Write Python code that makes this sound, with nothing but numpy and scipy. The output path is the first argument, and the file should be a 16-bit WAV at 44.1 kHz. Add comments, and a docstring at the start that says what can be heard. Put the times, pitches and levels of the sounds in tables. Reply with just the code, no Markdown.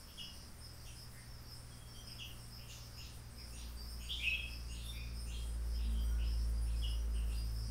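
"""Faint room noise, a low hum and fur brushing upholstery: a quiet living room where two baby marmosets
crawl on a sofa, their claws catching in the weave. Small animals, most likely cage birds, peep, chirp and
chatter some metres off, so their thin, warbling whistles arrive mostly as room reverberation.
The hum is an engine heard through the walls; it swells as it slows."""
import sys
import numpy as np
from scipy import signal
from scipy.fft import rfft, irfft
from scipy.io import wavfile
from scipy.ndimage import map_coordinates

SR = 44100
rng = np.random.default_rng(int(sys.argv[2]) if len(sys.argv) > 2 else 0)


def master_out(mix):
    """Clip the mix to full scale and print it as 16-bit PCM to the path in sys.argv[1]."""
    frames = np.transpose(np.atleast_2d(mix))
    ceiling = np.clip(frames, -1, 1)
    pcm = np.round(ceiling * 32767).astype(np.int16)
    wavfile.write(sys.argv[1], SR, pcm)


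N = 339570
TIME = np.arange(N) / SR

# tone colour of the room noise: (frequency [Hz], relative spectral level [dB])
ROOM_SPECTRUM = [(20, 4.5), (44, 2.5), (100, -6.5), (200, -9.5), (274, -15), (564, -19.5), (1300, -19),
                 (3640, -29), (6720, -29.5), (8880, -41), (11400, -54), (15500, -31.5)]
# broad humps of hiss: (centre [Hz], half width [Hz], level [dB])
HISS_BANDS = [(5180, 840, -68), (9210, 1900, -67.5), (12700, 730, -79.5)]
# the engine slowing down: (time [s], firing rate [Hz])
FIRING_RATE = [(0.0, 58.96), (1.56, 59.09), (4.61, 57.56), (7.7, 54.9)]
# fader curves of the hum, ahead of each harmonic's trim:
# (time [s], fundamental [dB], octave [dB], third and fourth harmonics [dB])
HUM_FADERS = [(0.0, -81, -74, -71), (0.21, -64, -66.5, -64.5), (0.86, -63.5, -58, -74.5),
              (3.26, -55.5, -56, -65.5), (3.6, -48, -63.5, -64.5), (5.04, -46, -53.5, -61),
              (5.81, -37, -60, -60.5), (5.88, -35.5, -59, -53), (6.15, -35, -54.5, -59.5),
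              (6.91, -37, -52, -58.5), (7.06, -37.5, -65, -65.5), (7.18, -36, -58, -60.5),
              (7.66, -41.5, -46, -59), (7.7, -41.5, -54, -48)]
# weak upper harmonics of the hum: (multiple of the firing rate, level at the top of the swell [dB])
HUM_OVERTONES = [(5, -72), (6, -74.5), (7, -74), (9, -73.5)]
# fur and fingers stroking the upholstery: (peak time [s], half length [s], relative level [dB])
FUR_STROKES = [(.15, .2, -74), (2.296, 0.054, -64), (2.7, 0.19, -66), (3.7, .12, -66), (4.098, 0.23, -65),
               (4.89, .07, -66), (6.03, 0.064, -66), (7.007, .06, -70), (7.44, 0.1, -66)]
# thin, purer whistles among the peeps: (time [s], pitch [Hz], level [dB])
THIN_WHISTLES = [(.01, 5370, -65), (.75, 4780, -71), (1.27, 5400, -65), (1.421, 4620, -69),
                 (1.83, 4630, -73), (1.87, 5450, -69), (1.93, 4720, -67), (1.95, 5820, -64),
                 (2.37, 5440, -63.5), (2.79, 5350, -64.5), (3.54, 5820, -63), (3.765, 4730, -57),
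                 (4.04, 4730, -59), (4.24, 5410, -61), (4.66, 5140, -63.5), (4.87, 5570, -60.5),
                 (4.94, 4796, -60.5), (5.98, 4840, -65), (6.035, 5720, -64.5), (6.39, 5450, -68),
                 (6.54, 4850, -63.5), (6.95, 5800, -66.5), (7.345, 4900, -58), (7.62, 4780, -61),
                 (7.64, 5730, -62)]
# one caller's trilled peep, about twice a second: (time [s], length [s])
PEEP_RHYTHM = [(0.189, 0.08), (.605, 0.053), (0.951, 0.077), (1.477, 0.074), (2.029, 0.13), (2.5, 0.094),
               (2.938, 0.08), (3.362, 0.075), (3.821, 0.142), (4.477, 0.093), (5.139, 0.066),
               (5.726, 0.053), (6.238, 0.099), (6.76, 0.024), (6.856, 0.059), (7.525, 0.11)]
# lower song notes, from pure whistles to trills:
# (time [s], length [s], start pitch [Hz], end pitch [Hz], relative level [dB], warble depth [Hz])
SONG_NOTES = [(.07, 0.064, 2930, 3150, -65, 320), (1.13, 0.089, 1855, 1860, -63.5, 230),
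              (1.71, 0.027, 3380, 3230, -66.5, 55), (1.75, 0.15, 3250, 3300, -70, 18),
              (1.94, 0.071, 3140, 3280, -60.5, 110), (2.07, 0.063, 2930, 2550, -63, 300),
              (2.58, 0.066, 2560, 3010, -62, 300), (3.382, .04, 2470, 2300, -63.5, 190),
              (4.092, 0.052, 3120, 3573, -40, 275), (4.195, 0.034, 2285, 2460, -47, 75),
              (4.228, 0.042, 2520, 2900, -37.5, 210), (4.266, 0.027, 2571, 2572, -33.5, 65),
              (4.32, 0.067, 2650, 2674, -46, 190), (4.333, 0.03, 3240, 3277, -45, 85),
              (4.295, 0.028, 3930, 3900, -56.5, 110), (4.43, 0.018, 2653, 2654, -52.5, 58),
              (4.825, 0.11, 3510, 3630, -53, 110), (4.925, 0.11, 2293, 2540, -55, 145),
              (5.34, 0.018, 3240, 3200, -55, 70), (5.92, 0.13, 3170, 3170, -60.5, 140),
              (6.04, .2, 1390, 1543, -67, 110), (6.73, 0.042, 2580, 2500, -65, 90),
              (7.14, .067, 2905, 2870, -58.5, 240)]
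# hooked chirps: (time [s], level [dB], octave level [dB], warble depth [Hz])
HOOKED_CHIRPS = [(0.174, -44.5, -62, 85), (0.85, -58, -61, 280), (2.184, -45, -60, 120),
                 (6.818, -44, -68, 65)]
# one chirp's slur, loudest as it drops: (time into the chirp [s], pitch [Hz], relative level [dB])
CHIRP_CONTOUR = [(0, 3270, -9.5), (.014, 3316, 1.5), (0.021, 2880, 3), (.048, 2870, -5), (.06, 2720, -12)]
# very high squeaks: (time [s], pitch [Hz], level [dB])
HIGH_SQUEAKS = [(.18, 10500, -67), (.327, 9020, -63.5), (.58, 9050, -61.5), (1.18, 9000, -62),
                (1.543, 8500, -66), (1.691, 8900, -65), (2.059, 9020, -63), (2.409, 8650, -64),
                (3.299, 8650, -65), (3.54, 9100, -58.5), (3.89, 9040, -60), (4.022, 8760, -60),
                (4.71, 8600, -61), (4.843, 10800, -57.5), (5.14, 8830, -65), (5.195, 9060, -56.5),
                (5.451, 8710, -62), (6.039, 8700, -63), (6.61, 9530, -58), (6.89, 9600, -60),
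                (7.136, 8870, -60), (7.375, 9130, -61), (7.661, 8930, -63)]
# two-voiced squeals that break into a buzz: (time [s], squeal length [s], low voice start pitch [Hz],
# buzz length [s], buzz top [Hz], low voice relative level [dB], high voice relative level [dB],
# buzz level [dB], low voice warble depth [Hz], high voice warble depth [Hz])
RASPING_CALLS = [(2.689, .026, 2720, 0.034, 6800, -59.5, -57.5, -56.3, 100, 450),
                 (2.974, 0.047, 2650, 0.072, 6200, -58, -61.5, -60, 165, 300),
                 (3.528, .044, 2610, 0.089, 5600, -61, -61, -59.5, 80, 130),
                 (4, 0.057, 2710, 0.27, 7500, -56.5, -60.5, -62.5, 300, 130),
                 (4.688, 0.064, 2740, .09, 4740, -58.5, -61, -57.5, 130, 130),
                 (5.269, .055, 2650, 0.053, 4320, -58, -60.5, -56, 140, 600),
                 (5.745, 0.037, 3080, 0.12, 3950, -67, -80, -62, 150, 300),
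                 (6.188, 0.063, 2680, 0.022, 4500, -56.5, -84, -63.5, 260, 300),
                 (6.67, 0.026, 2620, 0.026, 4400, -68, -76, -67, 200, 300),
                 (7.289, 0.047, 2660, 0.018, 4540, -60.5, -77, -61, 155, 300)]


def undb(db):
    """Decibels to gain."""
    return 10 ** (np.asarray(db) / 20)


def unit(x):
    """Scale to an rms of one."""
    return x / np.sqrt(np.mean(x ** 2))


def add(track, time_s, sound):
    """Mix a sound into the track at the given time."""
    start = max(int(time_s * SR), 0)
    part = sound[:max(N - start, 0)]
    track[start:start + len(part)] += part


def wander(rate_hz, size=N):
    """Smooth random modulation with a spread near one."""
    points = rng.standard_normal(4096)
    place = np.arange(size) / SR * rate_hz
    return map_coordinates(points, [place], order=2, mode="wrap")


def coloured_noise(gain, size=N):
    """Noise of unit rms whose spectrum follows gain(frequency)."""
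    hz = np.fft.rfftfreq(size, 1 / SR) + 1
    return unit(irfft(rfft(rng.standard_normal(size)) * gain(hz), size))


def noise_band(centre_hz, half_width_hz, size=N):
    """Noise in one bell-shaped band."""
    return coloured_noise(lambda hz: np.exp(-((hz - centre_hz) / half_width_hz) ** 2), size)


def room_tone(noise_db=-55, drone_hz=77, drone_db=-63, tone_hz=573, tone_db=-79, flicker_db=3):
    """The bed: steady room noise, a faint low drone, a thin tone and softly flickering hiss."""
    hz, db = np.transpose(ROOM_SPECTRUM)
    out = undb(noise_db) * coloured_noise(lambda f: undb(np.interp(np.log(f), np.log(hz), db)))
    out += undb(drone_db) * noise_band(drone_hz, 1.14) + undb(tone_db) * noise_band(tone_hz, 2)
    for centre_hz, half_width_hz, hiss_db in HISS_BANDS:
        out += undb(hiss_db + flicker_db * wander(12)) * noise_band(centre_hz, half_width_hz)
    return out


def engine_hum(waver_db=1.97, flutter_db=2, smear_rad=.55, swell_share=.52, rumble_db=-66):
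    """The walls pass mainly the firing rate; wavering overtones and a low rumble swell with it."""
    phase = 2 * np.pi * np.cumsum(np.interp(TIME, *np.transpose(FIRING_RATE))) / SR
    times, *faders = np.transpose(HUM_FADERS)
    fundamental_db, octave_db, upper_db = (np.interp(TIME, times, fader) for fader in faders)
    swell_db = swell_share * (fundamental_db - fundamental_db.max())
    hum = undb(fundamental_db) * np.sin(phase)
    hum += undb(octave_db - .23) * np.sin(2 * phase + rng.uniform(0, 2 * np.pi))
    harmonics = [(3, upper_db - 5), (4, upper_db - 4)]
    harmonics += [(multiple, db + swell_db) for multiple, db in HUM_OVERTONES]
    for multiple, db in harmonics:
        gain = undb(db + waver_db * wander(3.2) + flutter_db * wander(12))
        hum += gain * np.sin(multiple * phase + smear_rad * wander(7) + rng.uniform(0, 2 * np.pi))
    rumble = noise_band(343, 284) + undb(-3.5) * noise_band(710, 1100)
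    return np.sqrt(2) * hum + undb(rumble_db + swell_db) * rumble


def fur_rustle(fidget_db=-70.5, trim_db=-2, grain_db=3, uneven_db=3):
    """Fibres slip over the weave in tiny bursts; each stroke swells out of a faint, constant fidgeting."""
    stroke_power = sum(undb(db) ** 2 * np.exp(-((TIME - peak_s) / half_s) ** 2)
                       for peak_s, half_s, db in FUR_STROKES)
    envelope = np.sqrt(undb(fidget_db) ** 2 + stroke_power)
    slips = unit(undb(grain_db * wander(900) + uneven_db * wander(28)))
    return undb(trim_db) * envelope * slips * noise_band(13500, 3000)


def swell(size):
    """Rounded rise and fall of one call."""
    return unit(np.sin(np.pi * (np.arange(size) + .5) / size))


def whistle(pitch, depth_hz, warble_hz=215, unsteady=.12, jitter=.28, waver=.00886):
    """A wavering, near-sine voice; a second, slower vibration swings its pitch and makes it rasp."""
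    size = len(pitch)
    warble_rate = warble_hz * (1 + unsteady * wander(85, size))
    swing = np.sin(2 * np.pi * np.cumsum(warble_rate) / SR)
    hz = pitch * (1 + waver * wander(131.5, size))
    hz += depth_hz * (swing + jitter * wander(502.3, size))
    return unit(np.sin(2 * np.pi * np.cumsum(hz) / SR))


def glides(rows, pad_s=.007):
    """Short gliding whistles, padded at both ends to fade in and out; rows as in SONG_NOTES."""
    out = np.zeros(N)
    for time_s, length_s, start_hz, end_hz, db, depth_hz in rows:
        size = int((length_s + 2 * pad_s) * SR)
        voice = whistle(np.linspace(start_hz, end_hz, size), depth_hz)
        add(out, time_s - pad_s, undb(db) * swell(size) * voice)
    return out


def twitter(centre_hz, spread_hz, db, depth_hz, count):
    """Faint filler calls, one at a random moment in each equal slot of time."""
    rows = []
    for slot, (when, length, pitch, slope, loudness) in enumerate(rng.random((count, 5))):
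        time_s = (slot + when) * N / SR / count
        start_hz = centre_hz + spread_hz * (2 * pitch - 1)
        end_hz = start_hz + spread_hz * (slope - .5)
        rows.append((time_s, .0394 + .041 * length, start_hz, end_hz, db + 6 * (loudness - .5), depth_hz))
    return glides(rows)


def peeps(peep_hz=5117, rise_hz=111.8, shimmer_hz=12900, thin_s=.058, thin_rise_hz=72.6):
    """A repeated trilled peep with a high shimmer, amid thin whistles and a faint twitter."""
    trilled = [(time_s, length_s, peep_hz, peep_hz + rise_hz, -57.5, 205)
               for time_s, length_s in PEEP_RHYTHM]
    shimmer = [(time_s, length_s, shimmer_hz, shimmer_hz, -73, 400) for time_s, length_s in PEEP_RHYTHM]
    thin = [(time_s, thin_s, hz - thin_rise_hz / 2, hz + thin_rise_hz / 2, db, 100)
            for time_s, hz, db in THIN_WHISTLES]
    return glides(trilled + shimmer + thin) + twitter(5120, 475.6, db=-68, depth_hz=70, count=40)


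def song(trim_db=-.3):
    """Lower whistled notes; a deep warble turns a pure note into a trill."""
    return undb(trim_db) * glides(SONG_NOTES)


def chirps(octave_depth_hz=200):
    """A whistle slurs down the same hook each time, never quite alike, with a weaker octave."""
    out = np.zeros(N)
    times, hz, contour_db = np.transpose(CHIRP_CONTOUR)
    t = np.arange(int(times[-1] * SR)) / SR
    pitch = np.interp(t, times, hz)
    envelope = undb(np.interp(t, times, contour_db))
    for time_s, db, octave_db, depth_hz in HOOKED_CHIRPS:
        voice = undb(db) * whistle(pitch, depth_hz)
        octave = undb(octave_db) * whistle(2 * pitch, octave_depth_hz)
        add(out, time_s, envelope * (voice + octave))
    return out


def squeaks(length_s=.039, depth_hz=507):
    """Tiny, strongly warbling whistles over fainter scattered ones."""
    rows = [(time_s, length_s, hz, hz, db, depth_hz) for time_s, hz, db in HIGH_SQUEAKS]
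    return glides(rows) + twitter(9000, 590.4, db=-70.5, depth_hz=457.2, count=24)


def claw_scratches(softest_db=-75.75, range_db=5, decay_s=.0079, count=22):
    """Tiny claws catch in the weave now and then, each a bright tick of noise."""
    out = np.zeros(N)
    t = np.arange(SR // 10) / SR
    for when, loudness in rng.random((count, 2)):
        tick = np.exp(-t / decay_s) * noise_band(11000, 5500, len(t))
        add(out, when * N / SR, undb(softest_db + range_db * loudness) * tick)
    return out


def squeals(low_rise_hz=211.5, high_hz=6640, high_rise_hz=117, trim_db=-.6):
    """A low and a high voice rise together to open each rasping call."""
    rows = []
    for time_s, length_s, low_hz, _, _, low_db, high_db, _, low_depth_hz, high_depth_hz in RASPING_CALLS:
        rows.append((time_s, length_s, low_hz, low_hz + low_rise_hz, low_db, low_depth_hz))
        rows.append((time_s, length_s, high_hz, high_hz + high_rise_hz, high_db, high_depth_hz))
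    return undb(trim_db) * glides(rows, pad_s=.011)


def chatter(buzz_hz=170, throb=.61, bottom_hz=2560, climb_s=.036, pad_s=.02, tilt_db=-2, bands=6):
    """Each squeal breaks into a chaotic buzz: throbbing noise bands enter from low to high."""
    out = np.zeros(N)
    for time_s, squeal_s, _, buzz_s, top_hz, _, _, db, _, _ in RASPING_CALLS:
        size = int((buzz_s + 2 * pad_s) * SR)
        pulsing = 1 + throb * np.sin(2 * np.pi * buzz_hz * np.arange(size) / SR)
        envelope = unit(swell(size) * pulsing)
        step_hz = (top_hz - bottom_hz) / bands
        break_s = time_s + .9 * squeal_s - pad_s  # the voice cracks near the end of the squeal
        for band in range(bands):
            height = band / bands - .5
            rasp = noise_band(bottom_hz + (band + .5) * step_hz, step_hz, size)
            gain = undb(db + tilt_db * height) / np.sqrt(bands)
            add(out, break_s + climb_s * height, gain * envelope * rasp)
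    return out


def room_reverb(x, t60_s, direct_db, early_db=-4, early_s=.035, bloom_s=.027, reflections=14):
    """A direct path and a few wall reflections, their levels set against a diffuse tail."""
    t = np.arange(SR) / SR
    response = rng.standard_normal(SR) * np.exp(-np.log(1000) * t / t60_s) * (1 - np.exp(-t / bloom_s))
    response /= np.linalg.norm(response)
    lags = (rng.uniform(.05147, 1, reflections) * early_s * SR).astype(int)
    response[lags] += undb(early_db) * rng.choice([-1, 1], reflections) / np.sqrt(reflections)
    response[0] += undb(direct_db)
    return signal.fftconvolve(x, response / np.linalg.norm(response))[:N]


def scene():
    """The mono mix: callers sit at different distances in the reverb; hum, bed and sofa sounds stay dry."""
    calls = room_reverb(song() + squeals() + chatter(), t60_s=.52, direct_db=-.5)
    calls += room_reverb(chirps(), t60_s=.38, direct_db=-5)
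    calls += room_reverb(peeps(), t60_s=.42, direct_db=-1.5)
    calls += room_reverb(squeaks(), t60_s=.45, direct_db=-.5)
    return (calls + engine_hum() + room_tone() + fur_rustle() + claw_scratches())[None]


def record(dry):
    """The phone cuts the top of the treble."""
    cutoff_hz = 15650
    return signal.sosfilt(signal.ellip(10, .2, 80, cutoff_hz, fs=SR, output="sos"), dry)


dry = scene()
out = record(dry)
master_out(out)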